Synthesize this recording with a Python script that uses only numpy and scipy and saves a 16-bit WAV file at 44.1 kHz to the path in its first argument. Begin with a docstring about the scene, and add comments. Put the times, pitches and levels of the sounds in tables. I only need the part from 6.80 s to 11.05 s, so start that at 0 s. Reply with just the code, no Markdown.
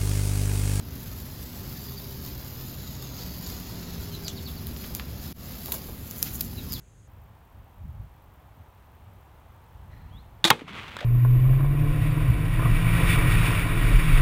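"""Grasshoppers hiss in a quiet spot; then the scene changes to a meadow with distant trees and a
bush-cricket. Light wind buffets the microphone throughout. A crossbow clacks far off and a bird calls.
The bolt bursts a paint balloon, whose steel hanger rings, and slams into a board beside the microphone,
which overloads. Paint then patters and plops on pallets and grass. Struck bodies ring in damped modes;
turbulence, tearing and splashing are shaped noise."""
import sys
import numpy as np
from scipy import signal
from scipy.fft import rfft, irfft, next_fast_len
from scipy.io import wavfile
from scipy.ndimage import uniform_filter1d, minimum_filter1d, map_coordinates

SR = 44100
rng = np.random.default_rng(int(sys.argv[2]) if len(sys.argv) > 2 else 0)


def digitize_waveform(pressure):
    """Quantize a signal to 16-bit integers and store it at the path in sys.argv[1].

    Rows of a 2-D input are taken as channels; values are limited to [-1, 1].
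    """
    field = np.atleast_2d(pressure).T
    bounded = np.clip(field, -1, 1)
    quanta = np.round(bounded * 32767).astype(np.int16)
    wavfile.write(sys.argv[1], SR, quanta)


N = 187336
SCENE_CHANGE_S = .2755


def amp(db):
    """Amplitude ratio of a level in decibels."""
    return 10 ** (np.asarray(db) / 20)


def unit(x):
    """Normalisation to rms 1."""
    return x / np.sqrt(np.mean(x ** 2) + 1e-20)


def since(s):
    """Seconds since s for every sample, zero before it."""
    return np.maximum(np.arange(N) / SR - s, 0)


def wobble(rate):
    """Smooth random modulation: a spline through rate knots a second."""
    return map_coordinates(rng.standard_normal(int(N * rate / SR) + 4), [since(0) * rate])


def filtered(x, response):
    """Linear filtering: the spectrum of x times a frequency response."""
    m = next_fast_len(N + SR // 2)
    return irfft(rfft(x, m) * response(np.fft.rfftfreq(m, 1 / SR)), m)[:N]


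def coloured(x, spectrum):
    """Spectral shaping of x by (f/Hz, relative level/dB) points, at rms 1."""
    f, db = np.transpose(spectrum)
    return unit(filtered(x, lambda hz: amp(np.interp(np.log(hz + 1), np.log(f), db))))


def noise(spectrum):
    """Gaussian noise with the given shape of spectral density, at rms 1."""
    return coloured(rng.standard_normal(N), spectrum)


def decay(s, t60, attack):
    """Exponential decay after a blow at time s: 60 dB in t60 seconds."""
    t = since(s)
    return np.exp(-np.minimum(np.log(1000) * t / t60, 50)) * (1 - np.exp(-t / attack))


def bursts(rows, spectrum, attack):
    """Incoherent addition: the powers of noisy blows sum."""
    power = sum((amp(db) * decay(s, t60, attack)) ** 2 for s, db, t60 in rows)
    return noise(spectrum) * np.sqrt(power)


def damped_sine(s, db, hz, t60, attack, phase=0):
    """Free vibration of a damped oscillator struck at time s."""
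    return amp(db) * decay(s, t60, attack) * np.sin(2 * np.pi * hz * since(s) + phase)


def ring(s, modes, attack):
    """Superposition of modes struck at time s, their levels scattered by about 1 dB."""
    return sum(damped_sine(s, db + rng.normal(), hz, t60, attack) for hz, db, t60 in modes)


# Spectrum of the buffeting: f/Hz, relative level/dB
WIND_SPECTRUM = [(15, 3), (30, 5), (50, 5.5), (75, 2.5), (110, -3), (160, -12.5), (250, -22.5), (500, -54),
                 (1500, -76)]
# Gusts: crest t/s, level/dB, length/s
WIND_GUSTS = [(.39, -44, .16), (0.504, -38.5, .035), (.79, -42, .05), (1.06, -30.5, 0.071),
              (1.19, -31, .07), (1.796, -40.5, .045), (2.258, -44.5, .17), (3.24, -37, .36)]

def wind():
    """Turbulent pressure at the microphone: gusts swell and ease off over a fluttering breeze."""
    breeze_power = amp(-48) ** 2
    gust_power = sum((amp(db) / np.cosh(2 * (since(0) - s) / length)) ** 2
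                     for s, db, length in WIND_GUSTS)
    flutter = amp(0.6 * wobble(rate=14))
    return np.sqrt(breeze_power + gust_power) * flutter * noise(WIND_SPECTRUM)


# Spectra of the foliage and of the grasshoppers' spot: f/Hz, relative level/dB
TREE_SPECTRUM = [(80, -4.5), (250, -1), (500, -2.5), (900, 2.5), (1500, -7.5), (2200, -12), (3300, -16),
                 (4800, -25), (8000, -26.5), (12000, -25.5), (14000, -24.5), (16000, -25.5)]
GRASSHOPPER_SPECTRUM = [(100, 3.5), (400, -2), (1000, -8.5), (2500, -15), (5700, -25), (6500, -7),
                        (7300, -14.5), (9000, -18.5), (11000, -24), (16000, -33)]

def grasshoppers_then_trees():
    """Many incoherent sources merge into noise: first grasshoppers, then a slowly growing rustle."""
    growth_db_per_s = 0.72
    trees = amp(-59.5 + growth_db_per_s * since(SCENE_CHANGE_S)) * noise(TREE_SPECTRUM)
    grasshoppers = amp(-61.5) * noise(GRASSHOPPER_SPECTRUM)
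    return np.where(since(0) < SCENE_CHANGE_S, grasshoppers, trees)


# Spectrum of the wing rasp: f/Hz, relative level/dB
RASP_SPECTRUM = [(10500, -28), (12300, -14), (13600, -4.5), (14800, -7), (16000, -14)]

def bush_cricket():
    """Stridulation: the wings close in quick strokes of uneven strength, slowly easing off."""
    strokes_per_s, fade_db_per_s = 50, .6
    phase = np.cumsum(strokes_per_s * (1 + 0.147 * wobble(20))) / SR % 1
    strokes = amp(-25 * phase + 2.3 * wobble(45)) * (1 - np.exp(-phase / .04))
    t = since(SCENE_CHANGE_S)
    return amp(-72.5 - fade_db_per_s * t) * unit(strokes) * noise(RASP_SPECTRUM) * (t > 0)


# Pitch contour of the call: t/s, f/Hz
CALL_PITCH = [(3.27, 2620), (3.30, 2850), (3.33, 3300), (3.357, 3360), (3.38, 3750), (3.40, 4180),
              (3.415, 4380)]

def bird():
    """Frequency modulation: one upslurred call swells and breaks off; trees scatter a faint tail."""
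    crest_s, rise_s, fall_s = 3.378, .065, .025
    hz = np.interp(since(0), *np.transpose(CALL_PITCH)) * (1 + 0.0079 * wobble(300))
    t = since(0) - crest_s
    swell = np.exp(-(t / np.where(t < 0, rise_s, fall_s)) ** 2)
    call = amp(-56.5) * swell * np.sin(2 * np.pi * np.cumsum(hz) / SR)
    echoes = rng.standard_normal(N) * decay(0, t60=.35, attack=.01)
    return call + amp(-7) * signal.fftconvolve(call, echoes / np.linalg.norm(echoes))[:N]


# Spectrum of the distant release: f/Hz, relative level/dB
RELEASE_SPECTRUM = [(800, -20), (1500, -4), (2000, 3), (2600, -12), (3600, -19), (4100, -5), (4800, -25),
                    (5800, -20), (8000, -41)]

def crossbow():
    """Propagation over a long distance smears the release into a soft clack."""
    return amp(-59) * decay(3.10, t60=0.98, attack=0.014) * noise(RELEASE_SPECTRUM)


# Showers of spray: t/s, level/dB, rise/s, T60/s
SPRAY_SHOWERS = [(3.788, -21.5, 0.024, 0.12), (3.865, -30, 0.017, 0.74), (3.935, -36.5, .015, 0.34)]
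# Heavy blobs landing: t/s, level/dB, f/Hz, T60/s
BLOB_PLOPS = [(3.8176, -19, 290, 0.036), (3.84, -30, 172, 0.13), (3.905, -28, 191, 0.088),
              (3.938, -29.5, 160, 0.1), (4.003, -37, 265, 0.035), (4.149, -38, 172, 0.07),
              (4.189, -30.5, 1850, 0.038), (4.213, -32.5, 605, 0.075), (4.227, -31.5, 645, 0.083),
              (4.242, -31, 140, .07)]
# Splashes on wood: t/s, level/dB, T60/s
SPLASHES = [(3.793, -36, 0.027), (3.881, -33.5, 0.045), (4.08, -37, 0.052), (4.1668, -21, 0.014),
            (4.188, -34.5, 0.058), (4.2062, -29.5, 0.037), (4.228, -39, 0.04)]
# Spectra of fine drops and of splashes: f/Hz, relative level/dB
DROP_SPECTRUM = [(100, 5), (200, 0), (450, -6.5), (750, -6), (1200, -0.5), (1700, -4), (2300, -0.5),
                 (3400, -6), (5000, -21), (8000, -28.5), (16000, -40.5)]
SPLASH_SPECTRUM = [(200, 8.5), (800, 2), (1300, 16), (2000, 4), (3500, 8.5), (5000, -5), (9000, -15),
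                   (16000, -24)]

def paint():
    """Shot noise: fine drops patter at random, while heavy blobs land dully and a few splash on wood."""
    drops_per_s, drizzle_start_s, drizzle_rise_s = 4500, 3.78, 0.11
    drops = (rng.random(N) < drops_per_s / SR) * rng.standard_normal(N)
    shower_power = sum((amp(db) * decay(s, t60, rise)) ** 2 for s, db, rise, t60 in SPRAY_SHOWERS)
    drizzle = amp(-44) * (1 - np.exp(-since(drizzle_start_s) / drizzle_rise_s))  # stray drops go on
    spray = np.sqrt(shower_power + drizzle ** 2) * coloured(drops, DROP_SPECTRUM)
    blobs = sum(damped_sine(s, db, hz, t60, attack=0.00052, phase=1.12 * wobble(300))
                for s, db, hz, t60 in BLOB_PLOPS)
    return spray + blobs + bursts(SPLASHES, SPLASH_SPECTRUM, attack=0.00017)


# The tip snaps through the skin, which then tears and slaps: t/s, level/dB, T60/s
SKIN_SNAPS = [(3.6426, 5.5, 0.0055), (3.6452, -15, 0.021)]
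SKIN_TEARS = [(3.6412, -16.5, 0.07), (3.6491, -12.5, 0.053), (3.659, -29, 0.35), (3.6725, -18.5, 0.038),
              (3.6795, -16, 0.027)]
# Spectrum of the tearing: f/Hz, relative level/dB
TEAR_SPECTRUM = [(50, -22), (160, -1.5), (400, -13.5), (600, -4), (850, -4.5), (1200, -3.5), (1900, -7),
                 (2800, -9), (3800, -1.5), (5000, -11.5), (8000, -14.5), (13000, -22), (16000, -35)]
# Modes of the steel hanger: f/Hz, level/dB, T60/s
HANGER_MODES = [(335, -22.5, 0.21), (840, -22, 0.1), (1220, -28, 0.28), (2430, -29, 0.25),
                (3370, -28.5, 0.22), (3590, -27, 0.17), (3790, -24, 0.14), (3860, -32, .12)]

def balloon():
    """Rupture of a taut membrane: a bright snap, then the skin rips and sets its hanger ringing."""
    snap = sum(damped_sine(s, db, hz=3560, t60=t60, attack=0.00035) for s, db, t60 in SKIN_SNAPS)
    rip = bursts(SKIN_TEARS, TEAR_SPECTRUM, attack=0.00081)
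    return snap + rip + ring(3.6495, HANGER_MODES, attack=0.00068)


# Modes of the fibres around the moving shaft and of the board: f/Hz, relative level/dB, T60/s
FIBRE_MODES = [(263, -15.5, 0.039), (444, -22, 0.07), (840, -6, 0.069), (1430, -11, .05),
               (1830, -2.5, 0.038), (2270, -7, 0.032), (2550, -10, .025)]
BOARD_MODES = [(134, -35, 0.11), (186, -26.5, 0.096), (236, -29.5, 0.31), (313, -22, .035),
               (460, -23, 0.028), (886, -12.5, 0.063), (1076, -5.5, 0.029), (1270, -8.5, 0.024),
               (1675, -29, .1), (1850, -30, 0.13), (2134, -18.5, 0.08), (2550, -25, 0.11),
               (2960, -33, 0.16), (3270, -15.5, 0.041), (3750, -14, 0.034)]
# The board rattles on its pallet: t/s, level/dB, T60/s
PALLET_RATTLES = [(3.7105, -7.5, 0.017), (3.7148, -24, 0.053), (3.727, -21, 0.074), (3.745, -34.5, 0.48)]
# Spectra of splitting wood and of the rattle: f/Hz, relative level/dB
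SPLIT_SPECTRUM = [(50, -26), (300, 5.5), (700, -14), (1400, -3.5), (2500, 2), (3700, 3.5), (4800, -6),
                  (8000, -15), (13000, -14), (16000, -17)]
RATTLE_SPECTRUM = [(50, -17), (150, 6.5), (250, -2.5), (450, 8.5), (600, -2), (850, 0), (1300, -3.5),
                   (2300, -7), (3600, -9.5), (5000, -22), (9000, -32), (16000, -47)]

def board():
    """Fracture, then impulse excitation: the bolt splits the plank, stops dead and knocks it."""
    entry_s, travel_s, stop_t60_s, knock_s = 3.7029, .0039, 0.0043, 3.7105
    piercing = amp(-60 * since(entry_s + travel_s) / stop_t60_s)  # the crack dies as the shaft stops
    splinters = amp(-3.0) * decay(entry_s, t60=0.16, attack=0.00015) * noise(SPLIT_SPECTRUM)
    crack = piercing * (splinters + ring(entry_s, FIBRE_MODES, attack=0.00025))
    knock = amp(0.5) * ring(knock_s, BOARD_MODES, attack=0.0002)
    return crack + knock + bursts(PALLET_RATTLES, RATTLE_SPECTRUM, attack=0.00026)


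def scene():
    """Superposition: the sound pressures add at one microphone in the open air."""
    background = wind() + grasshoppers_then_trees() + bush_cricket() + bird()
    return (background + crossbow() + paint() + balloon() + board())[None]


def gain_control(x):
    """Dynamic compression: a loud passage turns the gain down; it is held there, then recovers."""
    threshold_db, lag_s = -18, .03
    window, hold = round(.02 * SR), round(.2 * SR)
    mean_square = uniform_filter1d(x ** 2, window, origin=(window - 1) // 2)
    rms = np.sqrt(np.abs(mean_square) + 1e-12)
    log_gain = np.minimum(np.log(amp(threshold_db) / rms), 0)
    held = minimum_filter1d(log_gain, hold, origin=(hold - 1) // 2)
    step = 1 / (lag_s * SR)
    return x * np.exp(signal.lfilter([step], [1, step - 1], held))


def record(dry):
    """Saturation rounds the loudest peaks, the gain ducks after them, and filters limit the band."""
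    ceiling, hardness = .75, 6
    low_cut_hz, high_cut_hz = 70, 16000
    clipped = dry[0] / (1 + np.abs(dry[0] / ceiling) ** hardness) ** (1 / hardness)
    high_pass = signal.butter(2, low_cut_hz, "high", fs=SR, output="sos")
    thinned = signal.sosfilt(high_pass, gain_control(clipped))
    return filtered(thinned, lambda hz: 1 / np.sqrt(1 + (hz / high_cut_hz) ** 160))[None]


dry = scene()
out = record(dry)
digitize_waveform(out)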